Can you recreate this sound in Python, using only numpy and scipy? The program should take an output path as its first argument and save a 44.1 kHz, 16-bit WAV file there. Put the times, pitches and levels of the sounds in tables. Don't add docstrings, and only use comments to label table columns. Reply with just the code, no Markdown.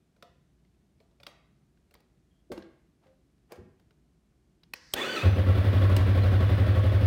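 import sys
import numpy as np
from scipy import signal
from scipy.fft import rfft, irfft, next_fast_len
from scipy.io import wavfile
from scipy.ndimage import uniform_filter1d

SR = 44100
rng = np.random.default_rng(int(sys.argv[2]) if len(sys.argv) > 2 else 0)


def transcribe(u):
    v = np.clip(np.atleast_2d(u).T, -1, 1)
    q = np.round(v * 32767).astype(np.int16)
    wavfile.write(sys.argv[1], SR, q)


def elevation(decibels):
    levels = np.asarray(decibels, float)
    return 10 ** (levels / 20)


N = 311624

# (frequency [Hz], density [dB per Hz])
AIR_SPECTRUM = [(15, -50), (25, -25), (43, -6), (66, -2.5), (102, -9.5), (141, -3.5), (249, -11.5),
                (363, -13), (503, -26), (677, -24), (863, -30.5), (8830, -41.5), (16000, -51)]
AIR_DB = -67
# (frequency [Hz], width [Hz], level [dB])
MAINS_HUM = (58, 1.3, -76.5)
# (frequency [Hz], t60 [s])
GARAGE_DECAY = [(250, 0.53), (660, 0.56), (1740, 0.76), (4590, 0.49), (12000, 0.23)]

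# (time [s], level [dB], fall [dB per s], low band [Hz], high band
# [dB])
RUBS = [
    (3.01, -67, 125, 508, -24),
    (3.49, -57, 255, 780, -18),
    (4.734, -57, 229, 1850, 0),
]
RUB_RISE_S, RUB_HIGH_RATIO = 0.027, 2.74
# (start [s], hold [s], level [dB], low band [Hz], high band [dB])
FUEL_PUMP = (4.77, .125, -66, 1800, 3)
RISE_DB = 22
# (start [s], hold [s], pitch [Hz], level [dB])
SQUEAKS = [
    (2.29, .11, 3240, -86),
    (4.905, .012, 8000, -68),
    (6.21, .008, 4100, -50),
]
# (time [s], peak [dB], pitch [Hz], t60 [s])
KNOCKS = [(2.5, -31, 373, 0.22), (2.505, -50, 90, 0.48), (2.513, -29, 240, 0.13),
          (2.573, -35.5, 330.5, 0.19), (3.055, -57.5, 526, 0.5), (3.505, -50, 494, 0.85),
          (3.577, -46.5, 211.6, 0.56), (3.581, -38, 371, 0.17), (3.586, -41.5, 94, 0.29)]

# (time [s], peak [dB], ring [Hz], low knock [dB], bright tick [dB])
KEY_CLICKS = [(0.1625, -62, 1440, 4, -14), (0.2238, -37.5, 1356, -5, -14), (0.648, -65, 2120, -12, -20),
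              (0.744, -70, 2580, -6, -22), (1.001, -55.5, 2320, 3.5, -29), (1.1104, -67, 930, 5, -27),
              (1.1996, -49, 2450, 2, -29), (1.2311, -40, 3520, -9.5, -12), (1.265, -29, 3280, -4.5, -16),
              (1.7719, -65, 1540, -5, -27), (1.9085, -56, 2730, 4.5, -6), (1.939, -47, 2110, -2, -0.5),
              (1.9506, -49, 1020, 0, -33.5), (2.0024, -58.5, 900, -3, -5)]
# (time [s], peak [dB], ring [Hz], low knock [dB], bright tick [dB])
LOCK_CLICKS = [(2.5167, -37.5, 1540, 12.5, -10), (2.5753, -39, 955, 1.5, -30), (2.598, -65, 1580, -4, -24),
               (2.622, -44, 1670, -22, -26), (3.0669, -60, 2030, 4, -34), (3.379, -67, 1770, -13, -25.5),
               (3.5187, -38.5, 990, 6, -5.5), (3.5547, -58, 1110, 17, -28.5)]
# (time [s], peak [dB], ring [Hz], low knock [dB], bright tick [dB])
SWITCH_CLICKS = [(3.7956, -58.5, 1460, 3, -12), (3.9065, -57, 1470, 0.5, -18),
                 (4.6327, -45.5, 3980, -15, -18), (4.7348, -23, 2530, -14, -8),
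                 (4.9356, -14, 3230, -5, -2.5), (5.9635, -24.5, 2870, 8.5, -4),
                 (7.0624, -31.5, 855, -8, -15)]
KEY_ECHO_DB, LOCK_ECHO_DB, SWITCH_ECHO_DB = -2, -4, -6
RING_SHARE = 0.42
# (frequency [Hz], width [Hz], level [dB])
BARREL_MODES = [(660, 9, -41), (705, 8, -41), (1190, 11, -50), (1300, 11, -51)]
KEY_SEATED_S = 1.15
# (frequency [Hz], width [Hz], level [dB], spacing [Hz])
LOCK_PLATE = (1575, 4.5, -53.5, 44)

SPIN_S, SPIN_STOP_S, SPIN_SETTLE_S = 5.3, 5.965, 0.17
SPIN_FROM_HZ, SPIN_TO_HZ, SPIN_DB, SPIN_SWELL_DB = 10850, 11800, -71, 8
# (start [s], hold [s], level [dB], fall [dB per s])
CLUTCH_SONGS = [
    (5.12, .075, -55.5, 400),
    (5.24, .03, -57.5, 125),
]
CLUTCH_HZ, CLUTCH_RISE_S = 5960, 0.02

# (time [s], mesh frequency [Hz])
STARTER_SPEED = [(4.95, 720), (4.99, 930), (5.015, 1150), (5.04, 1265), (5.068, 1440), (5.11, 1545),
                 (5.15, 1475), (5.192, 1180), (5.3, 1480)]
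# (multiple of the mesh [1], level [dB])
MESH_HARMONICS = [(1, -3), (2, -2), (3, -4), (4, -17)]
# (frequency [Hz], width [Hz], level [dB])
CASING_MODES = [(502, 43, -3), (1136, 36, -18), (1297, 24, -9.5), (1505, 27, -11), (1886, 85, -3.5),
                (2505, 100, -11.5), (2965, 34, -15), (3455, 25, 2.5), (4090, 48, -16), (4655, 46, -12),
                (5700, 30, -7), (6800, 33, -1)]
# (frequency [Hz], density [dB per Hz])
GRIND_SPECTRUM = [(60, -24), (150, -3), (373, 5.5), (800, -5), (1520, -4), (3200, -6.5), (5300, -18),
                  (8000, -19.5), (11000, -30), (14500, -27), (16000, -21)]
CRANK_S, CRANK_RISE_S, CRANK_HOLD_S, CRANK_DB = 4.945, 0.02, 0.256, -37
STRAIN_DB_PER_KHZ_S = 0.5956
BITE_DB_PER_KHZ_S = 0.7
LET_GO_DB_PER_S, COAST_DB, COAST_DB_PER_S = 422, -20, 110

# (time [s], first cylinder [dB], second cylinder [dB])
CATCH_CYCLES = [(5.2281, 1.4, 2.5), (5.3559, -1.1, -.6), (5.4608, 1.6, .2), (5.55, -.7, -2.3)]
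CATCH_GAP_S = 0.0234
# (time [s], speed [cycles per s])
IDLE_SPEED = [(5.6, 10.978), (5.75, 12.209), (5.9, 11.757), (6.1, 11.847), (6.3, 11.903), (6.45, 11.502),
              (6.6, 11.565), (6.8, 11.71), (7.07, 11.225)]
STEADY_S, SECOND_LAG_CYCLES, SECOND_DB = 5.6408, 0.25, -5.2
FULL_LOAD_SPEED, LOAD_DB_PER_SPEED = 11.2, -2.2
# (frequency [Hz], width [Hz], signed strength [1])
BOOM_MODES = [(59.7, 3, -.02), (80.6, 4.64, .064), (97.04, 4.52, -.162), (105.12, 5.64, .117)]
# (frequency [Hz], width [Hz], level [dB])
PIPE_MODES = [(139, 25, -24.5), (201.2, 10.4, -30), (240, 26, -36), (286.5, 12.3, -32.5),
              (377.3, 15.6, -32), (496.6, 52, -27), (516, 17, -31.5), (629, 30, -33.5)]
PIPE_RISE_S = 0.0069
# (frequency [Hz], width [Hz], level [dB])
BLOCK_MODES = [(523, 32, -17.5), (1110, 32, -14), (1329, 17, -20.5), (1460, 26, -26), (1940, 100, -21),
               (2580, 71, -51), (3454, 54, -24), (4170, 120, -41)]
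CLATTER_DB, TAPS_PER_S = 2.5, 160
# (frequency [Hz], density [dB per Hz])
ROAR_SPECTRUM = [(60, -37), (125, -16.5), (300, -16), (430, -22.5), (560, -15.5), (870, -30.5), (1600, -29),
                 (2400, -34.5), (3450, -37), (5000, -46.5), (7300, -62), (9000, -56), (14500, -57),
                 (16000, -47.5)]
ROAR_DB = -34
STEADY_RUSH = 0.5
# (time [s], opening [dB])
THROTTLE = [(5.2, 6.5), (5.35, -2.5), (5.55, -2), (5.8, 1.5), (7.07, -1.5)]


def evened(x):
    return x / np.sqrt(np.mean(x ** 2) + 1e-20)


def read(points, hz):
    f, value = np.transpose(points)
    return np.interp(np.log(hz + 1), np.log(f + 1), value)


def add(mix, s, sound):
    part = mix[round(s * SR):][:len(sound)]
    part += sound[:len(part)]


def curve(rows):
    s, value = np.transpose(rows)
    return np.interp(np.arange(N) / SR, s, value)


def envelope_db(start, rise, hold, fall):
    t = np.arange(N) / SR - start
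    attack = np.minimum(RISE_DB * (t / rise - 1), 0)
    return attack - fall * np.maximum(t - rise - hold, 0) - 200 * (t < 0)


def noise(points):
    size = next_fast_len(N)
    gain = elevation(read(points, np.fft.rfftfreq(size, 1 / SR)))
    return evened(irfft(rfft(rng.standard_normal(size)) * gain, size)[:N])


def resonate(x, hz, width):
    turn = np.exp(2j * np.pi * np.cumsum(hz * np.ones(len(x))) / SR)
    r = np.exp(-np.pi * width / SR)
    return 2 * (turn * signal.lfilter([1 - r], [1, -r], x / turn)).real


def ring(hz, width, seconds):
    t = np.arange(round(seconds * SR)) / SR
    return np.exp(-np.pi * width * t) * np.sin(2 * np.pi * hz * t)


def garage(x):
    taps = np.zeros(SR)
    at = np.arange(250, SR - 20, 20)
    taps[at + rng.integers(0, 20, len(at))] = rng.choice([-1., 1.], len(at))
    hz, t, z = signal.stft(taps, SR, nperseg=256)
    decay = elevation(-60 * t / read(GARAGE_DECAY, hz)[:, None])
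    tail = signal.istft(z * decay, SR, nperseg=256)[1]
    return signal.fftconvolve(x, tail / np.linalg.norm(tail))[:N]


def air():
    hz, width, db = MAINS_HUM
    steady = np.sqrt(2) * np.sin(2 * np.pi * hz * np.arange(N) / SR)
    throb = 0.5 * evened(resonate(rng.standard_normal(N), hz, width))
    return elevation(AIR_DB) * noise(AIR_SPECTRUM) + elevation(db) * (steady + throb)


def rub(level_db, low_hz, high_db):
    on = np.flatnonzero(level_db > -110)
    high_hz = RUB_HIGH_RATIO * low_hz
    grit = signal.lfilter([1], [1, -0.6], rng.standard_normal(len(on)))
    low = evened(resonate(grit, low_hz, 590))
    high = evened(resonate(resonate(grit, high_hz, 1900), high_hz, 1900))
    return on[0] / SR, elevation(level_db[on]) * (low + elevation(high_db) * high)


def rubbing():
    out = np.zeros(N)
    for s, db, fall, low_hz, high_db in RUBS:
        add(out, *rub(db + envelope_db(s, RUB_RISE_S, 0, fall), low_hz, high_db))
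    s, hold, db, low_hz, high_db = FUEL_PUMP
    add(out, *rub(db + envelope_db(s, 0.05, hold, 2000), low_hz, high_db))
    return out


def squeak(s, hold, hz, db):
    level_db = db + envelope_db(s, 0.02, hold, 900)[round(s * SR):][:SR // 4]
    return elevation(level_db) * evened(resonate(rng.standard_normal(len(level_db)), hz, 60))


def thuds():
    out = np.zeros(N)
    push = signal.windows.hann(60)
    for s, db, hz, t60 in KNOCKS:
        others = sum(ring(hz * k, 4 / t60, 0.5) for k in rng.uniform(0.524, 1.6, 4))
        body = ring(hz, 3.9 / t60, 0.5) + 0.5 * others
        body *= 1 - np.exp(-np.arange(len(body)) / (0.006 * SR))
        add(out, s, elevation(db) * np.convolve(body, push / push.sum()))
    out = out + elevation(-8) * garage(out)
    for s, hold, hz, db in SQUEAKS:
        add(out, s, squeak(s, hold, hz, db))
    return out


def click(hz, low_db, tick_db):
    t = np.arange(1500) / SR
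    a, b, c = rng.standard_normal((3, len(t)))
    burst = (t / 0.0022) ** 2 * np.exp(2 - 2 * t / 0.0028)
    band = signal.butter(6, (900, 5250), "bandpass", fs=SR, output="sos")
    crack = evened(signal.sosfilt(band, a))
    knock = elevation(low_db) * evened(resonate(b, 427, 280)) * t / 0.0078 * np.exp(1 - t / 0.0045)
    bright = resonate(resonate(c, 21500, 3500), 14700, 7600) + 0.37 * resonate(c, 9200, 2100)
    tick = elevation(tick_db) * evened(bright)
    tone = RING_SHARE * np.sin(2 * np.pi * hz * t) * burst ** 2
    direct = tone + (0.45 * crack + 0.98 * tick) * burst + knock
    scatter = (crack + 0.46 * evened(resonate(c, hz, 900)) + 0.44 * tick) * np.exp(-t / 0.0036)
    return direct, scatter + 2.35 * knock


def clicks():
    near, far = np.zeros(N), np.zeros(N)
    groups = ((KEY_CLICKS, KEY_ECHO_DB), (LOCK_CLICKS, LOCK_ECHO_DB), (SWITCH_CLICKS, SWITCH_ECHO_DB))
    for table, echo_db in groups:
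        for s, db, hz, low_db, tick_db in table:
            direct, scattered = click(hz, low_db, tick_db)
            add(near, s, elevation(db - 9) * direct)
            add(far, s, elevation(db + echo_db - 17.5) * scattered)
    key = near * (np.arange(N) < KEY_SEATED_S * SR)
    modes = sum(elevation(db) * ring(hz, width, 0.5) for hz, width, db in BARREL_MODES)
    barrel = signal.oaconvolve(key, modes)[:N]
    lock = near * curve([(2.4, 0), (2.45, 1), (3.6, 1), (3.7, 0)])
    hz, width, db, spacing = LOCK_PLATE
    pair = ring(hz, width, 0.5) + ring(hz + spacing, width, 0.5)
    plate = elevation(db) * signal.oaconvolve(lock, pair)[:N]
    return near + garage(far) + barrel + plate


def freewheel():
    t = np.arange(N) / SR
    since = np.clip(t - SPIN_S, 0, None)
    settling = np.exp(-since / SPIN_SETTLE_S)
    hz = SPIN_TO_HZ - (SPIN_TO_HZ - SPIN_FROM_HZ) * settling
    spin = sum(gain * evened(resonate(rng.standard_normal(N), hz * k, 25)) for k, gain in ((1, 1), (1.25, 0.6)))
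    spinning = (since > 0) * (since < SPIN_STOP_S - SPIN_S)
    spin *= elevation(SPIN_DB - SPIN_SWELL_DB * settling) * spinning
    song = sum(elevation(db + envelope_db(s, CLUTCH_RISE_S, hold, fall)) for s, hold, db, fall in CLUTCH_SONGS)
    fuzz = 0.6 * evened(resonate(rng.standard_normal(N), CLUTCH_HZ, 40))
    return spin + song * (np.sin(2 * np.pi * CLUTCH_HZ * t) + fuzz)


def starter():
    hz = curve(STARTER_SPEED)
    strain = uniform_filter1d(abs(np.gradient(hz)) * SR / 1000, 1300)
    cranking = envelope_db(CRANK_S, CRANK_RISE_S, CRANK_HOLD_S, LET_GO_DB_PER_S) + STRAIN_DB_PER_KHZ_S * strain
    coasting = COAST_DB + envelope_db(CRANK_S, CRANK_RISE_S, CRANK_HOLD_S + 0.16, COAST_DB_PER_S)
    db = CRANK_DB + np.maximum(cranking, coasting)
    jitter = 0.12 * uniform_filter1d(rng.standard_normal(N), 200)
    turns = np.cumsum(hz * (1 + jitter)) / SR
    teeth = np.zeros(N)
    for k, level_db in MESH_HARMONICS:
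        wear = evened(uniform_filter1d(uniform_filter1d(rng.standard_normal(N), 330), 330))
        teeth += elevation(level_db + 4.5 * wear) * np.sin(2 * np.pi * k * turns)
    lumps = elevation(1.4 * np.sin(2 * np.pi * turns / 38))
    slowing = uniform_filter1d(1. * (np.gradient(hz) < 0), 600)
    bite = elevation(BITE_DB_PER_KHZ_S * strain * slowing)
    grind = noise(GRIND_SPECTRUM)
    drive = evened(teeth) * lumps * bite + 0.35 * grind
    casing = sum(elevation(peak_db) * resonate(drive, f, width * 1.3) for f, width, peak_db in CASING_MODES)
    on = curve([(4.94, 0), (4.945, 1), (5.4, 1), (5.41, 0)])
    return elevation(db) * on * evened(0.6 * grind + 0.24 * drive + 3 * casing)


def firings():
    speed = curve(IDLE_SPEED)
    load_db = LOAD_DB_PER_SPEED * (speed - FULL_LOAD_SPEED)
    turns = np.cumsum(speed) / SR
    turns -= turns[round(STEADY_S * SR)]
    out = np.zeros(N)
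    for lag, db in ((0, 0), (SECOND_LAG_CYCLES, SECOND_DB)):
        at = np.searchsorted(turns, np.arange(lag, turns[-1]))
        out[at] = elevation(load_db[at] + db)
    for s, first_db, second_db in CATCH_CYCLES:
        out[round(s * SR)] = elevation(first_db)
        out[round((s + CATCH_GAP_S) * SR)] = elevation(second_db)
    return out


def exhaust_pipe(fire):
    modes = sum((-1) ** k * elevation(db) * ring(hz, width, 0.3) for k, (hz, width, db) in enumerate(PIPE_MODES))
    swell = 1 - np.exp(-np.arange(len(modes)) / (PIPE_RISE_S * SR))
    return signal.fftconvolve(fire, modes * swell)[:N]


def gas_puffs(fire):
    t = np.arange(9000) / SR
    flow = t / 0.01 * np.exp(1 - t / 0.0077) + 0.5 * (np.exp(-t / 0.19) - np.exp(-t / 0.011))
    return signal.fftconvolve(fire, flow)[:N] * elevation(curve(THROTTLE))


def block_clatter():
    rattle = elevation(4 * np.minimum(rng.exponential(1, N), 2.5)) * rng.standard_normal(N)
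    out = np.zeros(N)
    for hz, width, db in BLOCK_MODES:
        taps = rattle * (rng.random(N) < TAPS_PER_S / SR)
        out += elevation(db) * evened(resonate(taps, hz, width))
    return out


def engine():
    fire = firings()
    boom_modes = sum(strength * ring(hz, width, 1) for hz, width, strength in BOOM_MODES)
    boom = elevation(0.5) * signal.fftconvolve(fire, boom_modes)[:N]
    uneven = fire * elevation(0.7 * rng.standard_normal(N))
    puff = gas_puffs(uneven)
    running = np.cumsum(fire) > 0
    gas = noise(ROAR_SPECTRUM) * (puff + STEADY_RUSH * running)
    rush = elevation(ROAR_DB - 5.5) * (gas + elevation(CLATTER_DB) * block_clatter() * puff)
    return boom + exhaust_pipe(uneven) + rush + elevation(-9) * garage(rush)


def scene():
    crank = starter()
    background = air() + rubbing() + thuds() + clicks()
    starting = freewheel() + crank + elevation(-7.5) * garage(crank)
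    return (background + starting + engine())[None]


def band_limit(x):
    return signal.sosfilt(signal.butter(12, 15850, fs=SR, output="sos"), x)


def record(dry):
    low_cut = signal.butter(4, 40, "highpass", fs=SR, output="sos")
    treble = signal.butter(4, 16400, "highpass", fs=SR, output="sos")
    mix = signal.sosfilt(low_cut, dry - signal.sosfiltfilt(treble, dry))
    return band_limit(mix)


dry = scene()
out = record(dry)
transcribe(out)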